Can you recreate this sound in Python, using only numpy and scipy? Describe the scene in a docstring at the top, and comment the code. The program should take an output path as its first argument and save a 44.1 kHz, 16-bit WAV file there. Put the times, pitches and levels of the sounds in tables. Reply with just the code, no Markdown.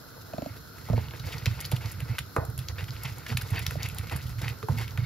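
"""On a kitchen counter, close to a phone, a wooden pestle is rocked hard in a ridged clay bowl.
Pushes swing the counter in low thuds; knocks ring the bowl's modes; the hand's weight trembles below.
Vegetable fibres snap in short noise bursts; sparse grains through resonances make scrape, rattle and crackle.
A steady filtered hiss and a short noise tail make the small room; two ports hear the treble out of step."""
import sys
import numpy as np
from scipy import signal
from scipy.fft import rfft, irfft, next_fast_len
from scipy.io import wavfile
from scipy.ndimage import map_coordinates

SR = 44100
rng = np.random.default_rng(int(sys.argv[2]) if len(sys.argv) > 2 else 0)


def to_wav(s):
    """Save 16-bit WAV."""
    ch = np.atleast_2d(s).T  # columns
    pcm = np.round(np.clip(ch, -1, 1) * 32767)  # PCM
    wavfile.write(sys.argv[1], SR, pcm.astype(np.int16))


def volts_from_decibels(level):
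    """Turn decibel levels (scalar or array-like) into linear amplitude factors."""
    exponent = np.asarray(level, float) / 20
    return 10 ** exponent


N = 222822

# steady background, part shared by the ports and part opposed: hz, level_db (relative)
HISS_SHARED = [(15, -51), (30, -7), (50, -11), (97, 2), (237, -6), (628, -12.5), (800, -20.5),
               (1600, -14.5), (1900, -25), (2500, -45), (3100, -24), (4300, -20.5), (6200, -25.5),
               (7800, -28.5), (11000, -31), (12700, -22.5), (16200, -30)]
HISS_OPPOSED = [(15, -57.5), (25, -40), (70, -1), (271, -4), (310, -7.5), (869, -13.5), (1530, -16.5),
                (2070, -19.5), (5340, -20.5), (9170, -14), (9950, -21), (12700, -24.5), (16200, -52)]
# narrow bands standing out of the hiss: centre_hz, width_hz, lift_db
HISS_BANDS = [(273, 15, 2.5), (1382, 240, 10), (4190, 280, 7.5), (5174, 115, 12), (10070, 136, 14),
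              (12190, 360, 10)]
# strokes over the ridges, a time below 5 ms acting as 5 ms:
# full_pressure_s, hold_s, scrape_db, wet_crackle_db, rise_20db_s, fall_20db_s
STROKES = [(0.493, 0.01, -57.5, -62, 0.18, 0), (0.536, .01, -56, -71.5, 0.3, 0.05),
           (0.565, 0.01, -53.5, -60, -0.12, -0.14), (0.9, .03, -54, -51, 0.2, 0),
           (0.96, .07, -48.5, -54, -0.05, 0.16), (1.137, .02, -51.5, -55, -0.55, 0.1),
           (1.24, .015, -47.5, -58, 0, 0), (1.28, 0.05, -45.5, -47.5, 0.09, 0.22),
           (1.468, 0.068, -46.5, -50, -0.4, 0.15), (1.58, 0.021, -49, -55.5, -0.33, 0.34),
           (1.73, .04, -52, -47, -0.47, 0), (1.81, 0.049, -45.5, -47, -0.12, 0.1),
           (1.921, .06, -55, -59, -0.4, 0.5), (2.008, 0.013, -50, -62, -0.5, 0.02),
           (2.081, 0.071, -47, -58.5, -0.5, 0.04), (2.2, .01, -51.5, -49, -0.22, -0.1),
           (2.598, .03, -55, -51.5, -0.13, 0.05), (2.695, .02, -50.5, -56.5, 0.03, -0.36),
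           (2.783, 0.02, -41.5, -52, -0.15, 0.05), (2.76, 0.014, -53.5, -60, -0.06, 0.1),
           (2.881, 0.013, -46, -47.5, -0.26, 0), (2.92, 0.037, -53, -51.5, 0, 0.5),
           (3.03, 0.021, -47.5, -50, -0.17, 0.1), (3.05, 0.0097, -41, -42.5, -0.07, 0),
           (3.08, 0.021, -44.5, -42, -0.22, 0), (3.149, .1, -55.5, -62, 0, 1.3),
           (3.283, 0.048, -42, -45, -0.15, 0.01), (3.38, 0.041, -50, -49.5, -0.3, 0.5),
           (3.535, .02, -42, -53.5, 0.01, -0.2), (3.56, 0.043, -39, -52, 0.06, -0.1),
           (3.62, 0.017, -47.5, -46.5, -0.42, -0.33), (3.68, 0.067, -52.5, -56, 0.4, -0.2),
           (3.8, .03, -43.5, -49, 0.03, -0.04), (3.83, 0.036, -40, -42.5, 0, -0.14),
           (3.9, 0.018, -54, -55, 0.6, 0.2), (3.99, .02, -53.5, -53, 0.15, 0.5),
           (4.035, .01, -46, -46, -0.23, -0.05), (4.07, .025, -49.5, -51, -0.04, 0),
           (4.113, 0.018, -40.5, -47.5, -0.15, 0.08), (4.159, .015, -50, -61, -0.4, 0.06),
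           (4.222, 0.11, -57, -52, -1.8, 0), (4.383, 0.023, -49, -47, -0.05, 0),
           (4.416, .04, -43, -46.5, 0, 0.1), (4.485, 0.024, -48, -46, -0.35, 0),
           (4.699, .06, -53.5, -51.5, 0, 0), (4.785, 0.048, -41, -42.5, 0.02, 0.03),
           (4.85, .04, -54, -53.5, -0.35, 0.1), (4.985, 0.011, -48.5, -58, -0.8, 0.1),
           (5.035, .03, -45.5, -56, -0.3, 6)]
# floor between strokes: rattle_db, scrape_db, crackle_db
REST_LEVELS = (-57, -72, -58.5)
# the hand's steady weight, trembling through the counter: time_s, level_db
HAND_WEIGHT = [(0, -53.5), (0.6, -50.5), (0.84, -51.5), (0.95, -30), (1.1, -45.5), (1.6, -41), (2.2, -40),
               (2.32, -51.5), (2.45, -42.5), (3.2, -42), (3.6, -39), (4.5, -41), (4.6, -47.5), (4.75, -50),
               (5.05, -36)]
# colour of the counter's tremble: hz, level_db (relative)
COUNTER_COLOUR = [(15, -61), (25, -26), (65, -0.5), (113, 1.5), (144, -4), (203, -19.5), (231, -21),
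                  (257, -55), (330, -25), (430, -99), (730, -120)]
# squeak pitches of the ridges under the wood: pitch_hz, width_hz, level_db
RIDGES = [(873, 304, -3), (1540, 720, -3.5), (1950, 200, -3.5), (2174, 68, -6), (2650, 150, -6.5),
          (3030, 710, -9), (3705, 81, -10.5), (4570, 190, -9)]
# colour of the treble of snaps and pulp: hz, level_db (relative)
FIZZ = [(1000, -26), (2500, -13), (5200, -3.5), (6200, -10), (9000, 3), (10200, -11.5), (12800, -13),
        (14000, -15.5), (15800, -22), (17000, -58)]
# tilt of the pulp's fine crackle over that colour: hz, gain_db
PULP_TILT = [(3000, 1), (6500, -2), (11000, -0.4)]
# the bowl's modes: mode_hz, level_db, undamped_t60_s
BOWL_MODES = [(271, 2, 0.18), (365.5, 2, 0.12), (434, 5, 0.12), (500, 5, 0.11), (590, -2, 0.092),
              (647, 3, 0.075), (763, -0.5, 0.045), (872, 3, 0.078), (1029, 0, 0.076), (1230, -1, 0.06),
              (1465, -2.5, 0.064), (1786, -7.5, 0.068), (2020, -9, 0.072), (2520, -13.5, 0.12)]
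# pestle against the bowl: start_s, level_db, contact_ms, favoured_hz, spread_octaves, damping (1 = free)
KNOCKS = [(0.3339, -27, 3.6, 655, 0.14, 2.9), (0.381, -26, 2.1, 640, 0.13, 2.9),
          (0.42, -27, 2.3, 598, 0.15, 3.3), (.460, -27, 2, 606, 0.17, 3.5),
          (.888, -32, 1.2, 890, 1.55, 2.4), (.900, -26, 0.35, 563, 0.89, 5.1),
          (.931, -24.5, 2.3, 623, 0.3, 2.5), (.977, -24.5, 3.9, 623, 0.36, 6.4),
          (1.138, -38.5, 1.9, 630, 1.1, 0.99), (1.463, -33.5, 1.1, 510, 1.14, 7.5),
          (1.72, -25.5, 1.1, 720, 1.1, 2), (2.3648, -13, 0.5, 1190, 1.24, 2.6),
          (3.297, -41.5, 1, 500, 1.3, 1.3), (3.557, -43, 1.4, 633, 1.1, 1.5),
          (3.755, -29.5, 1.6, 590, 0.14, 4.4), (4.415, -35, 2.4, 560, 1, 2.9),
          (4.44, -35.5, 1.3, 860, 0.24, 4.8), (4.628, -29.5, 0.52, 1194, 0.088, 5.3),
          (4.633, -32, 1.8, 434, 0.085, 1.4), (4.686, -21, 1.4, 885, 1.08, 3.7),
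          (4.9752, -29, 0.65, 1970, 0.54, 3.1)]
# low thuds of pushes and the low bodies of knocks: peak_s, level_db, pitch_hz, rise_ms
THUDS = [(0.344, -32, 174, 3.8), (0.387, -27, 177, 3.2), (0.427, -25.5, 170, 1.2), (0.467, -29.5, 169, 2),
         (0.345, -39, 283, 6.8), (0.392, -34, 280, 5.8), (0.431, -32.5, 273, 6.6),
         (0.472, -36.5, 279, 10.5), (0.514, -35, 99, 13.7), (0.874, -35, 120, 10), (0.905, -18, 125, 5.9),
         (0.923, -18, 117, 11), (0.912, -30.5, 225, 7.7), (0.939, -16.5, 103, 9.3), (0.95, -34, 240, 25.1),
         (0.959, -21, 111, 30), (0.984, -24, 106, 9.8), (1.012, -29, 114, 23), (1.043, -28, 105, 9.5),
         (1.069, -36, 87, 18), (1.205, -28, 117, 13.4), (1.272, -28.5, 98, 15.5), (1.435, -28.5, 106, 17),
         (1.479, -15.5, 111, 12.3), (1.514, -22.5, 104, 15.3), (1.738, -16, 120, 10.4),
         (1.788, -30, 119, 14), (1.859, -24.5, 101, 18), (2.03, -23.5, 116, 10), (2.109, -21, 111, 22.4),
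         (2.211, -30, 107, 8.7), (2.388, -18.5, 101, 7.7), (2.423, -28, 101, 11.4), (2.45, -33, 95, 7.5),
         (2.494, -25.5, 113, 14), (2.592, -27.5, 111, 9.5), (2.615, -28, 116, 13.2),
         (2.701, -29, 90.6, 7.6), (2.729, -27.5, 93, 15), (2.801, -36, 99, 17), (2.833, -26.5, 109, 11.7),
         (2.905, -31, 121, 14.7), (2.994, -32.5, 102, 22), (3.06, -27.5, 117, 11), (3.124, -29, 103, 17),
         (3.31, -36, 235, 22), (3.322, -23.5, 116, 21.8), (3.353, -21, 112, 10), (3.386, -23.5, 107, 7.6),
         (3.436, -28, 105, 12.7), (3.527, -17, 109, 12.2), (3.561, -30, 108, 12), (3.579, -28, 122, 9),
         (3.616, -28.5, 90, 13), (3.686, -31, 100, 11), (3.726, -31.5, 113, 16), (3.771, -21, 125, 8.8),
         (3.809, -28, 108, 9.3), (3.854, -27.5, 113, 11), (3.881, -27.5, 100, 6.7), (3.931, -26, 108, 7),
         (3.96, -34, 108, 7.2), (4.002, -24, 100, 11), (4.031, -32.5, 103, 6.7), (4.133, -24.5, 103, 13.9),
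         (4.157, -22.5, 122, 6.2), (4.186, -31, 108, 10), (4.259, -24, 104, 11.5), (4.285, -31, 108, 8.5),
         (4.319, -37, 112, 14), (4.36, -30.5, 104, 7.7), (4.387, -25, 104, 11.7), (4.434, -22.5, 117, 11),
         (4.462, -25, 116, 9), (4.478, -28, 114, 15), (4.514, -28.5, 118, 15.6), (4.644, -29, 112, 14),
         (4.702, -16, 120, 10.5), (4.723, -18.5, 97, 9.8), (4.752, -25.5, 116, 14), (4.772, -25, 120, 15),
         (4.74, -34, 235, 25), (4.718, -34.5, 75, 16), (4.807, -26.5, 111, 35), (4.86, -34.5, 111, 19.2),
         (4.914, -30.5, 108, 13.5), (4.959, -32, 95, 13.7), (4.992, -17.5, 114, 11.7),
         (5.026, -23.5, 108, 12.4)]
# clear snaps of fibre: crack_s, body_db, centre_hz, treble_db, length_ms
SNAPS = [(0.7846, -37, 1950, -39.5, 8.9), (0.8888, -49, 2320, -38, 5), (1.085, -32.5, 3200, -49, 2),
         (1.1097, -31.5, 3050, -58.5, 1.4), (1.137, -33, 1640, -57, 4.4), (1.1976, -30, 4000, -40, 5.2),
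         (1.327, -28.5, 3060, -40.5, 11), (1.3402, -28.5, 1770, -47, 3.6), (1.3826, -27.5, 4830, -35, 3.6),
         (1.4584, -16.5, 4500, -23, 2.3), (1.4588, -16, 2490, -29.5, 1.6), (1.4646, -18.5, 2460, -42, 4.5),
         (1.6047, -25, 4260, -22.5, 2.5), (1.611, -59, 5180, -20.5, 3.4), (1.6464, -26.5, 3140, -52, 6.8),
         (1.6523, -19.5, 4130, -36, 3.9), (1.6607, -44, 4270, -24, 2.5), (1.717, -24.5, 2980, -19.5, 6.2),
         (1.7232, -24.5, 3040, -30, 3.6), (1.765, -27, 2950, -37, 5.4), (1.8591, -26.5, 4600, -33, 3.4),
         (1.9149, -34.5, 4500, -30.5, 1.4), (1.92, -45.5, 3600, -25.5, 6.2),
         (2.0045, -28.5, 2420, -27.5, 3.1), (2.1842, -16, 1700, -25.5, 0.83), (2.1875, -23, 1550, -18, 3.4),
         (2.1897, -17.5, 3100, -25, 2.8), (2.3641, -37, 1400, -28, 5.4), (2.452, -61, 2660, -26, 1.3),
         (2.5012, -51.5, 1860, -32.5, 2.1), (2.5787, -34.5, 2980, -23.5, 3.4),
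         (2.5905, -29, 3270, -23, 2.9), (2.686, -19.5, 4160, -47, 2.6), (2.784, -28.5, 1940, -53, 3),
         (2.8088, -29, 2020, -47, 2.2), (2.842, -29.5, 2730, -31.5, 1.3), (2.884, -37, 1350, -57, 7.3),
         (2.9072, -26, 4600, -53.5, 1.1), (2.9654, -30, 2700, -46, 1.9), (3.0352, -30.5, 4890, -23, 3),
         (3.0546, -26.5, 2520, -44, 12), (3.1835, -41.5, 3750, -29.5, 2.5), (3.266, -27.5, 1910, -33.5, 5),
         (3.3712, -17, 4800, -25, 3), (3.3724, -15, 2240, -27, 1.2), (3.3746, -27, 4800, -16.5, 1.7),
         (3.3805, -31, 4500, -36, 4), (3.414, -25, 4760, -27, 3.4), (3.417, -31, 1600, -36, 1.8),
         (3.4205, -30, 4030, -21, 1.8), (3.5063, -42, 3740, -25.5, 7.2), (3.561, -25, 2070, -32, 8.9),
         (3.582, -23.5, 2000, -46, 7.6), (3.5931, -42, 4000, -20.5, 2.8), (3.6658, -15, 3070, -17.5, 2.6),
         (3.6665, -17, 5040, -29, 1.8), (3.709, -25, 1870, -24, 3.1), (3.825, -28, 2600, -44.5, 2.3),
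         (3.8316, -18, 5600, -49, 1), (3.8608, -24.5, 2520, -31, 5.7), (3.888, -34, 2850, -23.5, 2.8),
         (3.8997, -29, 2650, -43, 3.6), (3.9473, -41, 4970, -26, 1.3), (3.9853, -26, 4000, -19.5, 3.5),
         (3.993, -31, 2130, -42, 1.8), (4.012, -35.5, 1500, -46, 2.2), (4.0973, -26, 2340, -39, 2.7),
         (4.123, -34, 2100, -33, 11), (4.1368, -41, 2100, -40, 5.7), (4.1612, -35, 5000, -27, 1.5),
         (4.1655, -32, 5200, -20, 1.4), (4.1743, -52, 3300, -32, 1.3), (4.211, -36, 2520, -45, 1.5),
         (4.217, -33, 4800, -46.5, 1.6), (4.2692, -37, 3640, -34, 8.8), (4.2944, -42, 1630, -33, 3.4),
         (4.4179, -28.5, 4160, -27, 4.9), (4.445, -28.5, 1950, -45, 8.6), (4.457, -35.5, 1930, -61, 1.9),
         (4.4815, -21, 2380, -33, 5), (4.4908, -40, 3880, -28.5, 10), (4.499, -28.5, 2700, -42, 3.9),
         (4.6292, -35, 1470, -40, 6.1), (4.6864, -57, 1490, -30.5, 3.1), (4.786, -38, 2760, -24.5, 1.6),
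         (4.845, -37, 1800, -52, 5.4), (4.88, -30, 3000, -34, 1.8), (4.9088, -31, 4300, -44, 0.56),
         (4.9755, -23, 2020, -30, 0.81)]
# room decay: hz, t60_s
KITCHEN_DECAY = [(200, 0.23), (1000, 0.046), (4000, 0.17), (12000, 0.081)]
# phase between the ports: hz, left_lead_rad
PORT_PHASE = [(300, .1), (600, .4), (1200, .5), (5200, .7), (5800, -1.4), (6500, -.8), (7500, -2.8),
              (9600, -3.5), (12500, -6.1), (16000, -6.4)]
# balance of the ports: hz, left_over_right_db
PORT_BALANCE = [(60, -2.5), (110, -4.5), (200, -8), (380, 1), (700, -2), (1290, -8), (2380, -2),
                (4400, -0.5), (8120, 5), (15000, -5)]
# gains of the sum and difference of the two channels, the shared sound almost vanishing near 8-9 kHz: hz,
# gain_db
SUM_COLOUR = [(30, -2.5), (60, 0), (7000, 0), (7600, -4), (8200, -19), (9200, -22), (9700, -1), (13000, 2),
              (14500, -2.5), (15700, 1), (16000, -41)]
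DIFFERENCE_COLOUR = [(3000, -0.5), (6800, 1), (8200, -12), (10500, -0.5), (12300, 0), (13200, -11),
                     (16000, -34)]


def unit(x):
    """Scale to rms 1."""
    return x / np.sqrt(np.mean(x ** 2) + 1e-20)


def along(points, hz):
    """Read (hz, value) points on a log frequency axis."""
    f, v = np.transpose(points)
    return np.interp(np.log(hz + 1), np.log(f + 1), v)


def wobble(rate):
    """A smooth random curve with rate knots a second."""
    knots = rng.standard_normal(int(N * rate / SR) + 4)
    return map_coordinates(knots, [np.arange(N) * rate / SR])


def filtered(x, response):
    """Filter x by a complex response of frequency in Hz."""
    m = next_fast_len(x.shape[-1] + 8192)
    spectrum = rfft(x, m) * response(np.fft.rfftfreq(m, 1 / SR))
    return irfft(spectrum, m)[..., :x.shape[-1]]


def resonance(f, hz, width):
    """A causal resonance, gain 1 at its centre."""
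    return 1j * f * width / (hz * hz - f * f + 1j * f * width)


def placed(times, sounds):
    """Sum one row of sound at each time in seconds."""
    at = np.round(times * SR).astype(int)[:, None] + np.arange(sounds.shape[1])
    return np.bincount(np.clip(at, 0, N).ravel(), sounds.ravel(), N + 1)[:N]


def grains(per_s, spread_db):
    """Sparse random impulses of uneven size, scaled to rms 1."""
    chance, size = rng.random(N), rng.standard_normal(N)
    return unit((chance < per_s / SR) * size * volts_from_decibels(spread_db * rng.exponential(size=N)))


def hiss():
    """Steady noise: a coloured part shared by the ports and a part opposed between them."""
    def colour(f):
        bands = sum(db * np.exp(-((f - hz) / width) ** 2) for hz, width, db in HISS_BANDS)
        return volts_from_decibels(np.array([along(HISS_SHARED, f), along(HISS_OPPOSED, f) - 4]) + bands)

    shared, opposed = filtered(rng.standard_normal((2, N)), colour)
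    shared_rms_db = -50.5
    return volts_from_decibels(shared_rms_db) * np.array([shared + opposed, shared - opposed]) / np.std(shared)


def swells(s, hold, db, rise, fall, rounded):
    """Power of swells held from s on, sloping 20 dB per rise or fall time away from a rounded top."""
    late = np.arange(0, N + 64, 64) / SR - s[:, None]  # one point every 64 samples
    hold, rise, fall = np.maximum([hold, rise, fall], 0.005)[:, :, None]
    away = np.where(late < 0, late / rise, np.maximum(late - hold, 0) / fall)
    drop_db = 20 * (np.hypot(away, rounded) - rounded)
    power = volts_from_decibels(2 * (db[:, None] - drop_db)).sum(0)
    return np.interp(np.arange(N), np.arange(len(power)) * 64, power)


def stroke_levels():
    """dB curves of tremble, shiver, rattle, scrape, crackle: strokes lead, broad knocks leave a shiver."""
    rattle_over_scrape_db, lean_over_scrape_db = -9, 1.5
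    shiver_over_knock_db, shiver_t60_s = -20.5, 0.32
    s, hold, scrape_db, crackle_db, rise, fall = np.transpose(STROKES)
    scrape = swells(s, hold, scrape_db, rise, fall, rounded=0.091)
    crackle = swells(s, hold, crackle_db, rise, fall, rounded=0.22)
    at, knock_db, _, _, spread, _ = np.transpose(KNOCKS)
    shiver_db = knock_db + shiver_over_knock_db + 40 * np.log10(spread)
    zero = 0 * at
    shiver = swells(at + 0.0014, zero, shiver_db, zero + 0.0062, zero + shiver_t60_s / 3, rounded=0)
    steady_db = np.interp(np.arange(N) / SR, *np.transpose(HAND_WEIGHT))
    weight = volts_from_decibels(2 * steady_db) + volts_from_decibels(2 * lean_over_scrape_db) * scrape
    rubs = np.array([volts_from_decibels(2 * rattle_over_scrape_db) * scrape, scrape, crackle])
    rubs = rubs + volts_from_decibels(2 * np.array(REST_LEVELS))[:, None]
    return 10 * np.log10([weight, shiver + 1e-20, *rubs])


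def tremble(weight_db):
    """The hand's weight trembles through the counter as unsteady low noise."""
    noise = unit(filtered(rng.standard_normal(N), lambda f: volts_from_decibels(along(COUNTER_COLOUR, f))))
    return volts_from_decibels(weight_db + 2.5 * wobble(25)) * noise


def ridge_squeaks():
    """Wet wood slips over the ridges in short squeaks, with hard specks of grit under it."""
    clumps = volts_from_decibels(3 * wobble(120))
    squeaks = 0
    for hz, width, db in RIDGES:  # each pitch catches at its own moments
        slips = grains(per_s=1500, spread_db=2) * volts_from_decibels(4 * wobble(70) + 1.5 * wobble(14))
        squeak = filtered(slips, lambda f: resonance(f, hz, width) * resonance(f, hz, 3 * width))
        squeaks = squeaks + volts_from_decibels(db) * unit(squeak)
    specks = grains(per_s=1200, spread_db=3.0) * clumps
    grit = filtered(specks, lambda f: resonance(f, hz=2200, width=1300) ** 2)
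    return unit(squeaks) + volts_from_decibels(-4) * unit(grit)


def bowl_response(f):
    """The bowl's modes as broad parallel resonances of alternating sign."""
    return sum((-1) ** k * volts_from_decibels(db) * resonance(f, hz, 6 / t60) for k, (hz, db, t60) in enumerate(BOWL_MODES))


def rubbing(shiver_db, rattle_db, scrape_db, crackle_db):
    """Rubbing wood squeaks on the ridges and shakes the bowl, while the pulp crackles finely."""
    shaking = grains(per_s=1200, spread_db=1.5) * volts_from_decibels(3.5 * wobble(50))
    rattle = filtered(shaking, bowl_response)
    shiver = filtered(grains(per_s=5700, spread_db=-1.0), lambda f: bowl_response(f) * resonance(f, 780, 1000))
    bursting = grains(per_s=3000, spread_db=0.5) * volts_from_decibels(3.4 * wobble(60))
    pulp = filtered(bursting, lambda f: volts_from_decibels(along(FIZZ, f) + along(PULP_TILT, f)))
    shaken_bowl = volts_from_decibels(shiver_db) * unit(shiver) + volts_from_decibels(rattle_db) * unit(rattle)
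    return shaken_bowl + volts_from_decibels(scrape_db) * unit(ridge_squeaks()) + volts_from_decibels(crackle_db) * unit(pulp)


def knocks():
    """Where the pestle lands favours some bowl modes; a longer contact swells more slowly."""
    s, db, contact, centre, spread, damping = np.transpose(KNOCKS)[:, :, None]
    t = np.arange(SR // 4) / SR
    luck_db = rng.normal(0, 2, (len(s), len(BOWL_MODES)))
    ring = 0
    for k, (hz, level, t60) in enumerate(BOWL_MODES):
        swell = 1 - np.exp(-(t * 1000 / contact * hz / centre) ** 2)  # low modes build later
        favoured = 0.13 + np.exp(-(np.log2(hz / centre) / spread) ** 2)
        decay = volts_from_decibels(level + luck_db[:, [k]] - 60 * t * damping / t60)
        ring = ring + favoured * swell * decay * np.sin(2 * np.pi * hz * t)
    ring = ring / np.abs(ring).max(1, keepdims=True)
    # the first touch ticks high
    graze = rng.standard_normal(ring.shape) * volts_from_decibels(-60 * t / 0.016)
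    tick = filtered(graze, lambda f: resonance(f, 2370, 320) - resonance(f, 4170, 740)
                    + 0.71 * resonance(f, 7200, 620))
    # a square blow, one that spreads over many modes, clacks first and rings less
    squareness = np.clip(spread - 0.3, 0, 1)
    u = t * centre / 0.67  # the clack's envelope rises over 0.67 cycles
    clack = squareness * u * np.exp(1 - u) * np.sin(2 * np.pi * centre * t)
    ring = volts_from_decibels(-5.5 * squareness) * ring
    return placed(s[:, 0], volts_from_decibels(db) * (ring + volts_from_decibels(-0.1) * clack + volts_from_decibels(-2.0 - 11 * spread) * tick))


def thuds():
    """Pushes and the low bodies of knocks swing for a few cycles, with a weaker upper mode at 235 Hz."""
    s, db, hz, rise = np.transpose(THUDS)[:, :, None]
    rise_s = rise / 1000
    t = np.arange(SR // 5) / SR
    phase = 2 * np.pi * rng.random((len(s), 1))
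    u = t / rise_s
    swell = (u * np.exp(1 - u)) ** 3.23
    main = np.cos(2 * np.pi * hz * (t - rise_s))  # every thud swings the same way at its peak
    upper = volts_from_decibels(-22.0) * swell * np.sin(2 * np.pi * 235 * t + phase)  # swelled twice, so it dies sooner
    swings = volts_from_decibels(db) * swell * (main + upper)
    swings = filtered(swings, lambda f: resonance(f, 120, 310))  # the counter passes little deep bass
    return placed((s - rise_s)[:, 0], swings)


def snaps(rows):
    """Each fibre snaps as a crack inside a short burst, with its own centre and spit of treble."""
    s, db, hz, treble_db, length = np.transpose(rows)[:, :, None]
    rise_ms, fall_ms = 0.59 * length, 0.7 * length  # 9 dB down this long before the crack; 8 dB fall after
    lead = SR // 50
    ms = (np.arange(SR // 12) - lead) * 1000 / SR
    noise = rng.standard_normal((len(s), 2, SR // 12))
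    late = np.maximum(ms, 0)
    before = volts_from_decibels(-9 * (ms / rise_ms) ** 2)
    after = volts_from_decibels(-8 * late / fall_ms) + 0.46 * volts_from_decibels(-1.5 * late)  # torn fibres crackle on
    burst = noise * np.where(ms < 0, before, after)[:, None] + 14 * (ms == 0)
    body = filtered(burst[:, 0], lambda f: resonance(f, hz, 0.4 * hz) * resonance(f, hz, 2.5 * hz))
    spit = filtered(burst[:, 1], lambda f: volts_from_decibels(along(FIZZ, f)) * resonance(f, 10600, 7700) ** 2)
    body = body / np.abs(body).max(1, keepdims=True)
    spit = spit / np.abs(spit).max(1, keepdims=True)
    return placed(s[:, 0] - lead / SR, volts_from_decibels(db + 0.5) * body + volts_from_decibels(treble_db + 5.5) * spit)


def small_snaps(scrape_db, count):
    """Rows like the clear snaps, drawn at random, denser where the wood scrapes hard."""
    share = np.cumsum(volts_from_decibels(1.7 * scrape_db))
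    s = np.interp(rng.random(count), share / share[-1], np.arange(N) / SR)
    luck = rng.standard_normal((4, count))
    scatter_db = 4
    body_db = -59 + scatter_db * luck[0]
    centre_hz = 2700 * 2 ** luck[1]  # scattered by an octave
    treble_db = -56 + scatter_db * luck[2]
    length_ms = 1.7 * np.exp(0.22 * luck[3])
    return np.transpose([s, body_db, centre_hz, treble_db, length_ms])


def ports(x, opposed):
    """Direct sound meets the two ports unlike in level and phase; the rocking bowl pushes them apart."""
    def half(f):
        return volts_from_decibels(along(PORT_BALANCE, f) / 2) * np.exp(0.5j * along(PORT_PHASE, f))

    rocking = filtered(opposed, lambda f: 1j * resonance(f, 610, 560))
    return filtered(np.array([x + rocking, x - rocking]), lambda f: np.array([half(f), 1 / half(f)]))


def kitchen(x):
    """The room answers 250 samples later with a noise tail, each frequency dying at its own speed."""
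    hz, t, z = signal.stft(rng.standard_normal((2, SR // 2)), SR, nperseg=256)
    fade = volts_from_decibels(-60 * t / along(KITCHEN_DECAY, hz)[:, None])
    tail = signal.istft(z * fade, SR, nperseg=256)[1]
    tail = tail / np.linalg.norm(tail[0])
    return signal.fftconvolve(np.pad(x, (250, 0))[None], tail, axes=1)[:, :N]


def scene():
    """Bowl and counter close to the phone, the small room around them."""
    weight_db, *rub_db = stroke_levels()
    scrape_db = rub_db[2]
    low = tremble(weight_db) + thuds()
    wood = knocks()
    food = rubbing(*rub_db) + snaps(SNAPS) + snaps(small_snaps(scrape_db, count=70))
    direct = ports(low + wood + food, opposed=volts_from_decibels(-5.0) * wood + volts_from_decibels(-4.0) * food)
    room = kitchen(volts_from_decibels(-18.0) * low + volts_from_decibels(-10.0) * wood + volts_from_decibels(-11.0) * food)
    return direct + room + hiss()


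def low_pass(x):
    """Removes everything above the highest recorded frequency."""
    return signal.sosfilt(signal.butter(12, 16850, fs=SR, output="sos"), x)


def record(dry):
    """Sum and difference of the ports each get their own gains over frequency."""
    pair = np.array([dry[0] + dry[1], dry[0] - dry[1]]) / 2
    mid, side = filtered(pair, lambda f: volts_from_decibels([along(SUM_COLOUR, f), along(DIFFERENCE_COLOUR, f)]))
    return low_pass(np.array([mid + side, mid - side]))


dry = scene()
out = record(dry)
to_wav(out)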